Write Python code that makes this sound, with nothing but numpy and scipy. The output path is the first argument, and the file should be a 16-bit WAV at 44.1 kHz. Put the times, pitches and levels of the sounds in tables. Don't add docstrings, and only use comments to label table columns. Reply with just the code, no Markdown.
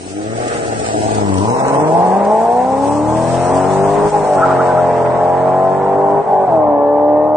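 import sys
import numpy as np
from scipy import signal
from scipy.fft import rfft, irfft, next_fast_len
from scipy.io import wavfile
from scipy.ndimage import uniform_filter1d, minimum_filter1d

SR = 44100
rng = np.random.default_rng(int(sys.argv[2]) if len(sys.argv) > 2 else 0)


def generate_wav(sig):
    pcm = np.round(np.clip(np.atleast_2d(sig).T, -1, 1) * 32767).astype(np.int16)
    wavfile.write(sys.argv[1], SR, pcm)


def ratio_of_db(decibels):
    return 10 ** (np.asarray(decibels, float) / 20)


N = 324727
TIME = np.arange(N) / SR


def unit(x):
    return x / np.sqrt(np.mean(x ** 2) + 1e-20)


def along(points, hz):
    f, v = np.transpose(points)
    return np.interp(np.log(hz + 1), np.log(f + 1), v)


def curves(rows):
    s, *columns = np.transpose(rows)
    return [np.interp(TIME, s, column) for column in columns]


def wobble(rate):
    knots = rng.standard_normal(700)
    return np.interp(TIME * min(rate, 90), np.arange(len(knots)), knots)


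def bumps(s, db, length):
    return db * np.exp(-((TIME - s) / length) ** 2)


def peak(s, db, rise_db, fall_db):
    return db - np.where(TIME < s, rise_db * (s - TIME), fall_db * (TIME - s))


def filtered(x, response):
    m = next_fast_len(N + SR)
    return irfft(rfft(x, m) * response(np.fft.rfftfreq(m, 1 / SR)), m)[..., :N]


# (frequency [Hz], likeness [-1 to 1])
LIKENESS = [(60, 0.57), (140, 0.17), (320, 1), (760, 0.75), (1760, 0.52), (4100, -0.04), (9530, 0.34)]


def spread(pair, spectrum):
    def turn(hz):
        return np.arccos(np.clip(along(LIKENESS, hz), -1, 1)) / 2

    mid, side = filtered(pair, lambda hz: spectrum(hz) * [np.cos(turn(hz)), np.sin(turn(hz))])
    return unit(np.array([mid + side, mid - side]))


# (clutch opens [s], clutch bites [s], settling [s])
SHIFTS = [
    (4.095, 4.335, .03),
    (6.22, 6.456, .07),
]


def declutched(t):
    return sum(np.clip(np.minimum(t - out, bite - t) / 0.0095, 0, 1) for out, bite, settle in SHIFTS)


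# (time [s], cycle rate [Hz])
GEARED_SPEED = [(0, 11.1), (.43, 15.2), (.8, 13.8), (1.15, 13.4), (1.38, 11.6), (1.56, 16.4), (1.76, 17.5),
                (1.97, 21.4), (2.9, 35.9), (3.4, 43.8), (4.09, 52.3), (4.33, 46.3), (5.07, 42.7), (5.5, 46),
                (6.22, 50.6), (6.46, 38.5), (6.77, 35.8), (7.36, 38.3)]


def revs():
    sag_hz_per_s = 12
    geared, = curves(GEARED_SPEED)
    for out, bite, settle in SHIFTS:
        free = np.interp(out, TIME, geared) - sag_hz_per_s * (np.minimum(TIME, bite) - out)
        hold = (TIME > out) * np.exp(-np.maximum(TIME - bite, 0) / settle)
        geared = geared + hold * (free - geared)
    return geared


# (start [s], end [s], rate [Hz], share of engine speed)
AXLE_HOP = (4.38, 4.95, 10.92, 0.017)


def crank():
    start, end, hop_hz, share = AXLE_HOP
    swing = np.clip((TIME - start) / 0.035, 0, 1) * np.clip((end - TIME) / (end - start), 0, 1) ** 0.6
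    cycle_hz = revs() * (1 + share * swing * np.cos(2 * np.pi * hop_hz * (TIME - start) + 3.1))
    return cycle_hz, 2 * np.pi * np.cumsum(cycle_hz) / SR


# (time [s], firing tones [dB], other orders [dB], roar [dB])
ENGINE = [(0, -41.5, -31, -45), (.43, -31.5, -18, -34), (.82, -35.5, -23.5, -32), (1.19, -24, -23, -24),
          (1.39, -21.5, -16.5, -24), (1.56, -28, -18.5, -20), (1.8, -25, -18.5, -20.5),
          (2.0, -20, -11, -21.5), (2.5, -19, -13.5, -32.5), (2.93, -20, -20, -26.5),
          (3.69, -19.5, -13.5, -25.5), (4.09, -17, -16.5, -19.5), (4.33, -19.5, -13, -28.5),
          (5.06, -23.5, -13.5, -26), (5.7, -22, -14, -29), (6.22, -17, -15.5, -21.5),
          (6.6, -19, -15, -26.5), (7.36, -19.5, -14.5, -35.5)]
# (time [s], throttle [0-1])
THROTTLE = [(0, 1), (4.08, 0.63), (4.13, 0.34), (4.35, 0.05), (4.4, 0.85), (6.22, 0.6), (6.27, 0.1),
            (6.46, 0), (6.51, 0.82), (7.4, 0.9)]
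# (time [s], scatter [rad per order])
ROUGHNESS = [(0, .008), (.3, .01), (.45, .025), (.75, .02), (1, .012), (1.48, .01), (1.58, .045),
             (2.15, .045), (2.35, .008), (7.4, .008)]
BARK_S = [
    4.14,
    4.37,
    6.29,
    6.5,
]
# (time [s], firing tones [dB], length [s], more on the third tone
# [dB])
FALTERS = [(0.192, 0.5, 0.057, 12.5), (0.305, 4.5, .06, 4.5), (0.546, -8, 0.14, -6), (1.167, 0, .09, -20),
           (1.493, 3.5, 0.047, -6), (1.557, -5, 0.044, 3), (2.01, -2, 0.059, -12), (4.15, 0, .03, -4),
           (6.293, -6.5, 0.026, -1.5), (6.511, -4, 0.021, -3)]
# (start [s], end [s])
LAST_GEAR_S = (6.46, 6.6)
# (start [s], end [s])
FAR_S = (4.1, 6.7)
FAR_DB = [-3, 7.5, 2.5]
DULL_HZ = (776, 1105)
# (frequency [Hz], level [dB])
STANDING_WAVES = [
    [(95, 1), (120, 2), (180, -2.5), (240, -10), (290, 3.5), (350, -7), (405, 4)],
    [(190, 0), (240, -1), (300, 5.5), (350, -6.5), (480, 1.5), (590, -2), (700, 0.5), (820, -6)],
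    [(305, 3), (380, -14), (470, 7.5), (560, -6.5), (720, 6), (870, -4), (1000, -25), (1200, -29)],
]
# (order, level [dB])
BANK_THROB = [(2, 0), (3, 5.5), (4, -4), (5, -5.5), (6, 3)]
# (frequency [Hz], level [dB])
LOW_PIPE = [(50, -16.5), (100, -6.5), (150, -2.5), (190, 4), (230, -5.5), (300, 0.5)]
# (order, loaded at high revs [dB], low revs [dB], throttle shut [dB], last gear [dB])
UNEVEN_ORDERS = [(7, -12.5, -18.5, -18.5, -19.5), (9, -12, -20.5, 3, -16.5), (10, 3.5, -9, -4, -16),
                 (11, -2, -3, -11, -9), (12, -5.5, -8, 5, 0.5), (13, -6.5, -3.5, -3, -10.5),
                 (14, 7.5, -4, -6, -1.5), (15, -16, -14.5, 8, -14.5), (17, -9, -19.5, 0.5, -26),
                 (18, -4.5, -5.5, -7, -4.5), (19, -1, -6.5, -15, -2.5), (20, -9, 0.5, -7.5, 4),
                 (21, -14.5, -18.5, -19.5, -17.5), (22, 6.5, 3.5, -13.5, 1.5), (23, -6.5, -12, -1, -16),
                 (25, -2.5, -3, -0.5, -9.5), (26, -3.5, -21, -18, -18), (27, -7.5, 0.5, -8.5, -2.5),
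                 (28, 4.5, -11.5, -7, -1), (29, -4, -11, -23.5, -3), (30, 3.5, 0, -2, -1),
                 (31, -8, 2, 0, -10.5), (32, -4.5, 2.5, -5, 3), (34, -7.5, -6.5, -21, -6.5),
                 (36, -1, 0.5, -5.5, -1.5), (38, -16, -4, -4, -4), (40, 1.5, -4, -12, -9),
                 (48, -11.5, -6.5, -6, -2.5)]
# (frequency [Hz], level [dB])
PIPE = [(80, -33), (150, -11.5), (300, -14.5), (400, -5), (520, -5.5), (650, 0), (730, -5.5), (820, 3),
        (950, -6), (1100, -13.5), (1300, -24.5), (1800, -25.5), (2500, -45.5)]


def exhaust(cycle_hz, angle):
    every = 64
    t, speed = TIME[::every], cycle_hz[::every]
    firing_db, other_db = [c[::every] for c in curves(ENGINE)[:2]]
    throttle = curves(THROTTLE)[0][::every]
    rough = curves(ROUGHNESS)[0] + sum(bumps(s, .08, .04) for s in BARK_S)
    shake = rough * wobble(30)
    low = np.clip((46 - speed) / 8, 0, 1)
    last = np.interp(t, LAST_GEAR_S, [0, 1])
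    far = np.interp(t, FAR_S, [0, 1])
    shut_db = -5 * declutched(t)
    even_db = -4.5 * np.clip((35 - speed) / 3.9, 0, 1)
    for s, db, length, more_db in FALTERS:
        firing_db = firing_db + bumps(s, db, length)[::every]
    third_db = sum(bumps(s, more_db, length)[::every] for s, db, length, more_db in FALTERS)
    throb_db = -26.5 - 1.5 * np.maximum(39.04 - speed, 0) - 2.5 * np.maximum(t - 3.62, 0)
    throb_db = np.maximum(-61.5, throb_db) + shut_db

    def tone(k, db, drift_db):
        level = np.interp(TIME, t, ratio_of_db(3 + db + drift_db * wobble(9)[::every]))
        start = np.pi * (3 / 2 + 2 * rng.random() * (k % 4 > 0))
        blur = k * rough * wobble(40) * (k > 24 or k % 8 > 0)
        return level * np.sin(k * (angle + shake) + start + blur)

    out = np.zeros(N)
    for k, colour in enumerate(STANDING_WAVES, start=1):
        db = firing_db + shut_db + third_db * (k > 2) + far * FAR_DB[k - 1]
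        out += tone(8 * k, db + along(colour, 8 * k * speed), 0.93)
    for order, db in BANK_THROB:
        k = round(order)
        out += tone(k, throb_db + db + along(LOW_PIPE, k * speed), 1.6)
    for order, fast, slow, shut, tall in UNEVEN_ORDERS:
        k = round(order)
        loaded = fast + low * (slow - fast + last * (tall - slow))
        db = other_db - 6.5 + shut + throttle * (loaded - shut) + even_db * (k % 8 > 0)
        db = db + far * np.interp(k * speed, DULL_HZ, [0, -1])
        out += tone(k, db + along(PIPE, k * speed), 2.6)
    return out


# (time [s], level [dB], swell [dB/s], fade [dB/s])
STRAIN = [
    (.45, -29, 67, -6.5),
    (1.8, -14, 42, 6.5),
]
STRAIN_ENDS_S = [
    1.1,
    2.3,
]
BARK_DB = [
    -15,
    -15,
    -17,
    -14.5,
]


def rasp_level():
    cruise = np.minimum(-39.5 + 13 * declutched(TIME), peak(.5, -38.5, 40, 0))
    lug = [peak(*row) - 33 * np.maximum(TIME - end, 0) for row, end in zip(STRAIN, STRAIN_ENDS_S)]
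    bark = [peak(s, db, 399, 127) for s, db in zip(BARK_S, BARK_DB)]
    return np.max([cruise, *lug, *bark], axis=0)


CYLINDERS = [3, -2, 0, -3, 2, -2, -1, -3]
# (frequency [Hz], width [Hz], level [dB])
TAILPIPES = [(200, 70, -9.5), (488, 60, -7), (648, 45, -1), (821, 49, 5.5), (1058, 89, -6.5)]


def rasp(angle):
    firing = np.floor(8 * angle / (2 * np.pi)).astype(int)
    blows = -np.diff(firing, prepend=0) * ratio_of_db(CYLINDERS)[firing % 8] * (1 + .8 * rng.standard_normal(N))

    def ring(f):
        return sum((-1) ** k * ratio_of_db(db) * 1j * f * w / (c * c - f * f + 1j * f * w)
                   for k, (c, w, db) in enumerate(TAILPIPES))

    return ratio_of_db(rasp_level()) * unit(filtered(blows, ring))


# (frequency [Hz], width [Hz], level [dB])
CHAMBERS = [(310, 52, 2.5), (422, 120, -13.5), (465, 55, 2), (618, 65, -5), (828, 160, 3), (979, 79, 0.5)]
# (frequency [Hz], density [dB per Hz])
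ROAR_BEHIND = [(15, -49), (25, -31), (118, -5.5), (238, -1.5), (281, -9.5), (338, -11.5), (434, -0.5),
               (556, -7.5), (669, -2), (806, -5.5), (1010, -1.5), (1730, -25), (3500, -56.5), (4550, -76.5),
               (7700, -120)]
# (frequency [Hz], density [dB per Hz])
ROAR_BESIDE = [(24, -58), (40, -13.5), (102, -4), (190, -9), (308, -4), (584, -10.5), (671, 1.5),
               (812, -8.5), (1030, -28.5), (1130, -20), (2500, -32), (3250, -63), (5500, -120)]
# (time [s], share of tailpipes in view)
PASSING = [(0, 0.29), (.95, 0.043), (1.4, 0.94), (1.54, 0.93), (7.4, 0.98)]


def roar(angle):
    puff = 1 + .6 * np.cos(8 * angle) + .15 * np.cos(angle * 3)

    def ring(f):
        return 1.0 + sum(ratio_of_db(db) * abs(f * w / (c * c - f * f + 1j * f * w)) ** 2 for c, w, db in CHAMBERS)

    behind, beside = [spread(puff * rng.standard_normal((2, N)), lambda f: ratio_of_db(along(colour, f)) * ring(f))
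                      for colour in (ROAR_BEHIND, ROAR_BESIDE)]
    view = np.clip(curves(PASSING)[0], 0, 1)
    level_db = curves(ENGINE)[2] + 5.5 - 1.9 * (1.0 - curves(THROTTLE)[0]) + 3 / 2 * wobble(20)
    return ratio_of_db(level_db) * (view * behind + ratio_of_db(6.0) * (1 - view) * beside)


# (time [s], level [dB], start [Hz], end [Hz], length [s])
CHIRPS = [
    (4.401, -28, 1330, 1457, 0.092),
    (4.429, -25, 1363, 1320, 0.026),
    (4.434, -10, 1216, 1300, 0.034),
    (4.502, -21, 1223, 1282, 0.061),
    (4.533, -29.5, 1220, 1180, 0.028),
    (4.603, -19.5, 1256, 1382, 0.045),
    (4.626, -51, 1330, 1320, 0.037),
    (4.707, -27.5, 1420, 1430, 0.04),
    (4.789, -28.5, 1293, 1366, 0.074),
]


def chirps():
    out, rough = np.zeros(N), wobble(90)
    scrub = unit(filtered(rng.standard_normal(N), lambda f: np.exp(-((f - 1380) / 220) ** 2)))
    for s, db, hz0, hz1, length in CHIRPS:
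        near = slice(round((s - .1) * SR), round((s + 0.094) * SR))
        u = (TIME[near] - s) / length
        hz = hz0 + (hz1 - hz0) * np.clip(u + .5, 0, 1) + 95 * rough[near]
        squeal = np.sin(2 * np.pi * np.cumsum(hz) / SR)
        out[near] += ratio_of_db(db + 4.0) * np.exp(-6 * u * u) * (squeal + 0.45 * scrub[near])
    return out


# (time [s], level [dB])
STIRRING = [(0, -39.5), (.28, -41), (.5, -35), (.64, -38), (.84, -33.5), (1.02, -33.5), (1.25, -37.5),
            (1.5, -36.5), (1.75, -39), (2.3, -45.5), (2.8, -42.5), (3.42, -35.5), (4.37, -41.5), (4.4, -43),
            (6.56, -58), (6.66, -65.5), (7.36, -65.5)]
# (time [s], level over the hiss [dB], length [s])
SNAPS = [(0.481, 8, 0.0068), (.542, 1.5, 0.0066), (0.685, 4.5, 0.0096), (0.73, 3, 0.0029),
         (0.798, 6, 0.0032), (0.864, 5, .006), (1.118, 4, .006), (1.149, 7.5, .006), (1.182, 5.5, 0.0034),
         (1.29, 4, 0.0034), (1.342, 12.5, 0.0015), (1.354, -2, .003), (1.373, 5.5, 0.0023),
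         (1.384, 9.5, .004), (1.683, 12, 0.0022), (2.251, 9.5, 0.0041), (2.481, 0, 0.0027),
         (2.572, 2, 0.0028), (4.406, -2, 0.0023)]
# (frequency [Hz], density [dB per Hz])
RUSTLE = [(1470, -15.5), (2500, -4), (3260, -7.5), (4590, -7.5), (4980, -7), (5400, -5.5), (6930, -6.5),
          (8240, -1), (9470, -9), (9980, -22), (13000, -59), (22000, -120)]


def leaves():
    hiss_db = curves(STIRRING)[0] + sum(bumps(*row) for row in SNAPS)
    crackle = 1.8 * (rng.random(N) < .003) * rng.exponential(1, N)
    grains = rng.standard_normal((2, N)) * (1 + crackle)
    clumps = ratio_of_db(1.1 * wobble(40) + .7 * wobble(12))
    return ratio_of_db(hiss_db + 4.0) * unit(clumps * spread(grains, lambda f: ratio_of_db(along(RUSTLE, f))))


# (time [s], level [dB], swell [dB/s], fade [dB/s])
SCRUB = [
    (0.489, -33.5, 37, 8),
    (1.66, -34, 54, 25.5),
    (2.15, -37, 12.5, 11),
    (3.602, -37, 10.5, 3),
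    (4.4, -34, 305, 6),
]
# (frequency [Hz], density [dB per Hz])
TREAD = [(710, -37.5), (1200, -3), (1410, -5), (1910, -8.5), (2440, -16.5), (3010, -22.5), (5000, -31.5),
         (6500, -46), (11000, -120)]


def tread():
    level_db = np.max([peak(*row) for row in SCRUB], axis=0) - 4 * np.clip((TIME - 7.2) / 0.088, 0, 1)
    rush = spread(rng.standard_normal((2, N)), lambda f: ratio_of_db(along(TREAD, f)))
    return ratio_of_db(level_db + 5.5 + 1.6 * wobble(60)) * rush


# (frequency [Hz], time to fall 60 dB [s])
TREES = [(100, 0.34), (700, 0.53), (3000, 0.38)]


def trees(x):
    hz, t, z = signal.stft(rng.standard_normal((2, SR // 2)), SR, nperseg=256)
    tail = signal.istft(z * ratio_of_db(-60 * t / along(TREES, hz)[:, None]), SR, nperseg=256)[1]
    delayed = np.pad(x, (700, 0))[None]
    return signal.fftconvolve(delayed, tail / np.linalg.norm(tail[0]), axes=1)[:, :N]


def breeze():
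    level_db = -56.5 + bumps(3.9, 17.0, 0.76) - bumps(2.2, 7.2, 0.53) + 2.9 * wobble(4)
    rumble = filtered(rng.standard_normal((2, N)), lambda f: f * f / (35 ** 4 + f ** 4))
    return ratio_of_db(level_db) * unit(rumble)


# (time [s], level [dB], length [s])
IGNITION_GAPS = [
    (4.104, -10, .022),
    (4.345, -5, .01),
    (6.232, -9, .02),
    (6.28, -3, .035),
    (6.466, -9, .011),
]
# (time [s], left over right [dB])
PAN = [(0.0, 1.5), (0.57, 1.5), (1.41, 2), (1.74, 0), (3.65, 2.5), (4.35, 0.5), (5.53, 0), (6.46, 1),
       (7.36, 0.5)]
# (time [s], left lag [samples])
LEFT_LAG = [(0, 12), (1.2, 15), (1.8, 6), (2.3, 0), (7.4, 0)]


def scene():
    cycle_hz, angle = crank()
    gaps = ratio_of_db(sum(bumps(*row) for row in IGNITION_GAPS))
    car = (exhaust(cycle_hz, angle) + rasp(angle)) * gaps + chirps()
    side, lag = (curves(PAN)[0] - 1.4) / 2, curves(LEFT_LAG)[0] / SR / 2
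    heard = (car + .22 * trees(car) + roar(angle) * gaps) * ratio_of_db([side, -side])
    placed = np.array([np.interp(TIME - lag, TIME, heard[0]), np.interp(TIME + lag, TIME, heard[1])])
    litter = leaves() + tread() + breeze()
    late = np.arange(N) - np.round(1.5 * lag * SR).astype(int)
    litter[0] = litter[0, np.clip(late, 0, N - 1)]
    return placed + litter


# (frequency [Hz], step over band rms [dB])
COARSENESS = [(500, -24), (850, -14), (1100, -9), (1600, -2), (2500, 5), (3500, 7), (5000, 7.5), (8000, 7),
              (9700, 8)]
# (time [s], coarser by [dB])
STARVED = [(1.45, 0), (1.55, 4), (1.9, 4), (2, 0), (2.8, 0), (2.9, 2.5), (4.3, 2.5), (4.45, 0)]
# (time [s], frequency [Hz])
CEILING = [(0, 9650), (4.37, 9600), (4.39, 9050), (7.4, 8800)]


def camera_bands(x, size=1024, count=16):
    n, turn = np.arange(2 * size) + .5, np.array([[1, 1], [1, -1]]) / np.sqrt(2)
    window = np.sin(np.pi * n / (2 * size)) * np.sqrt(2 / size)
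    basis = window * np.cos(np.pi / size * np.outer(n[:size], n + size / 2))
    halves = np.pad(turn @ x, ((0, 0), (size, 2 * size - N % size))).reshape(2, -1, size)
    bins = np.concatenate([halves[:, :-1], halves[:, 1:]], 2) @ basis.T
    bins = bins.reshape(2, -1, size // count, count)
    power = uniform_filter1d((bins ** 2).mean((0, 3)), 3, 1)
    rms = np.sqrt(abs(uniform_filter1d(power, 3, 0))) + 1e-9
    drift = unit(uniform_filter1d(rng.standard_normal(rms.shape), 3, 0))
    hz = (np.arange(size // count) + .5) * count * SR / 2 / size
    s = np.arange(len(rms))[:, None] * size / SR
    step_db = along(COARSENESS, hz) + 2.6 * drift
    step_db = step_db + np.interp(s, *np.transpose(STARVED)) * (abs(hz - 3800) < 1100)
    step_db = step_db + 9 * (s < 1.2) * (abs(hz - 1050) < 200)
    step = (rms * ratio_of_db(step_db))[..., None]
    kept = (hz + 250 * drift[:, :1] * (s < 4.38) < np.interp(s, *np.transpose(CEILING)))[..., None]
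    rounded = kept * np.sign(bins) * np.floor(abs(bins) / step + .4) * step
    frames = rounded.reshape(2, -1, size) @ basis
    return turn @ (frames[:, :-1, size:] + frames[:, 1:, :size]).reshape(2, -1)[:, :N]


# (frequency [Hz], left over right [dB])
LEAN = [(60, 5.5), (140, 5.5), (320, 1), (760, 1.5), (1760, 0.5), (4100, -1), (9530, 2)]
# (frequency [Hz], left lead [rad])
LEAD = [(50, -1.1), (110, -.8), (260, -.4), (450, -.3), (800, -.4), (1300, -.5), (2500, 0)]


def band_limit(x):
    return signal.sosfilt(signal.butter(12, 10130, fs=SR, output="sos"), x)


def record(dry):
    half = np.array([[.5], [-.5]])
    x = filtered(dry, lambda hz: ratio_of_db(half * along(LEAN, hz)) * np.exp(1j * half * along(LEAD, hz)))
    needed = np.minimum(1, .9 / (abs(x).max(0) + 1e-9))
    x = x * uniform_filter1d(minimum_filter1d(needed, size=301), size=301)
    mix = camera_bands(x)
    return band_limit(mix)


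dry = scene()
out = record(dry)
generate_wav(out)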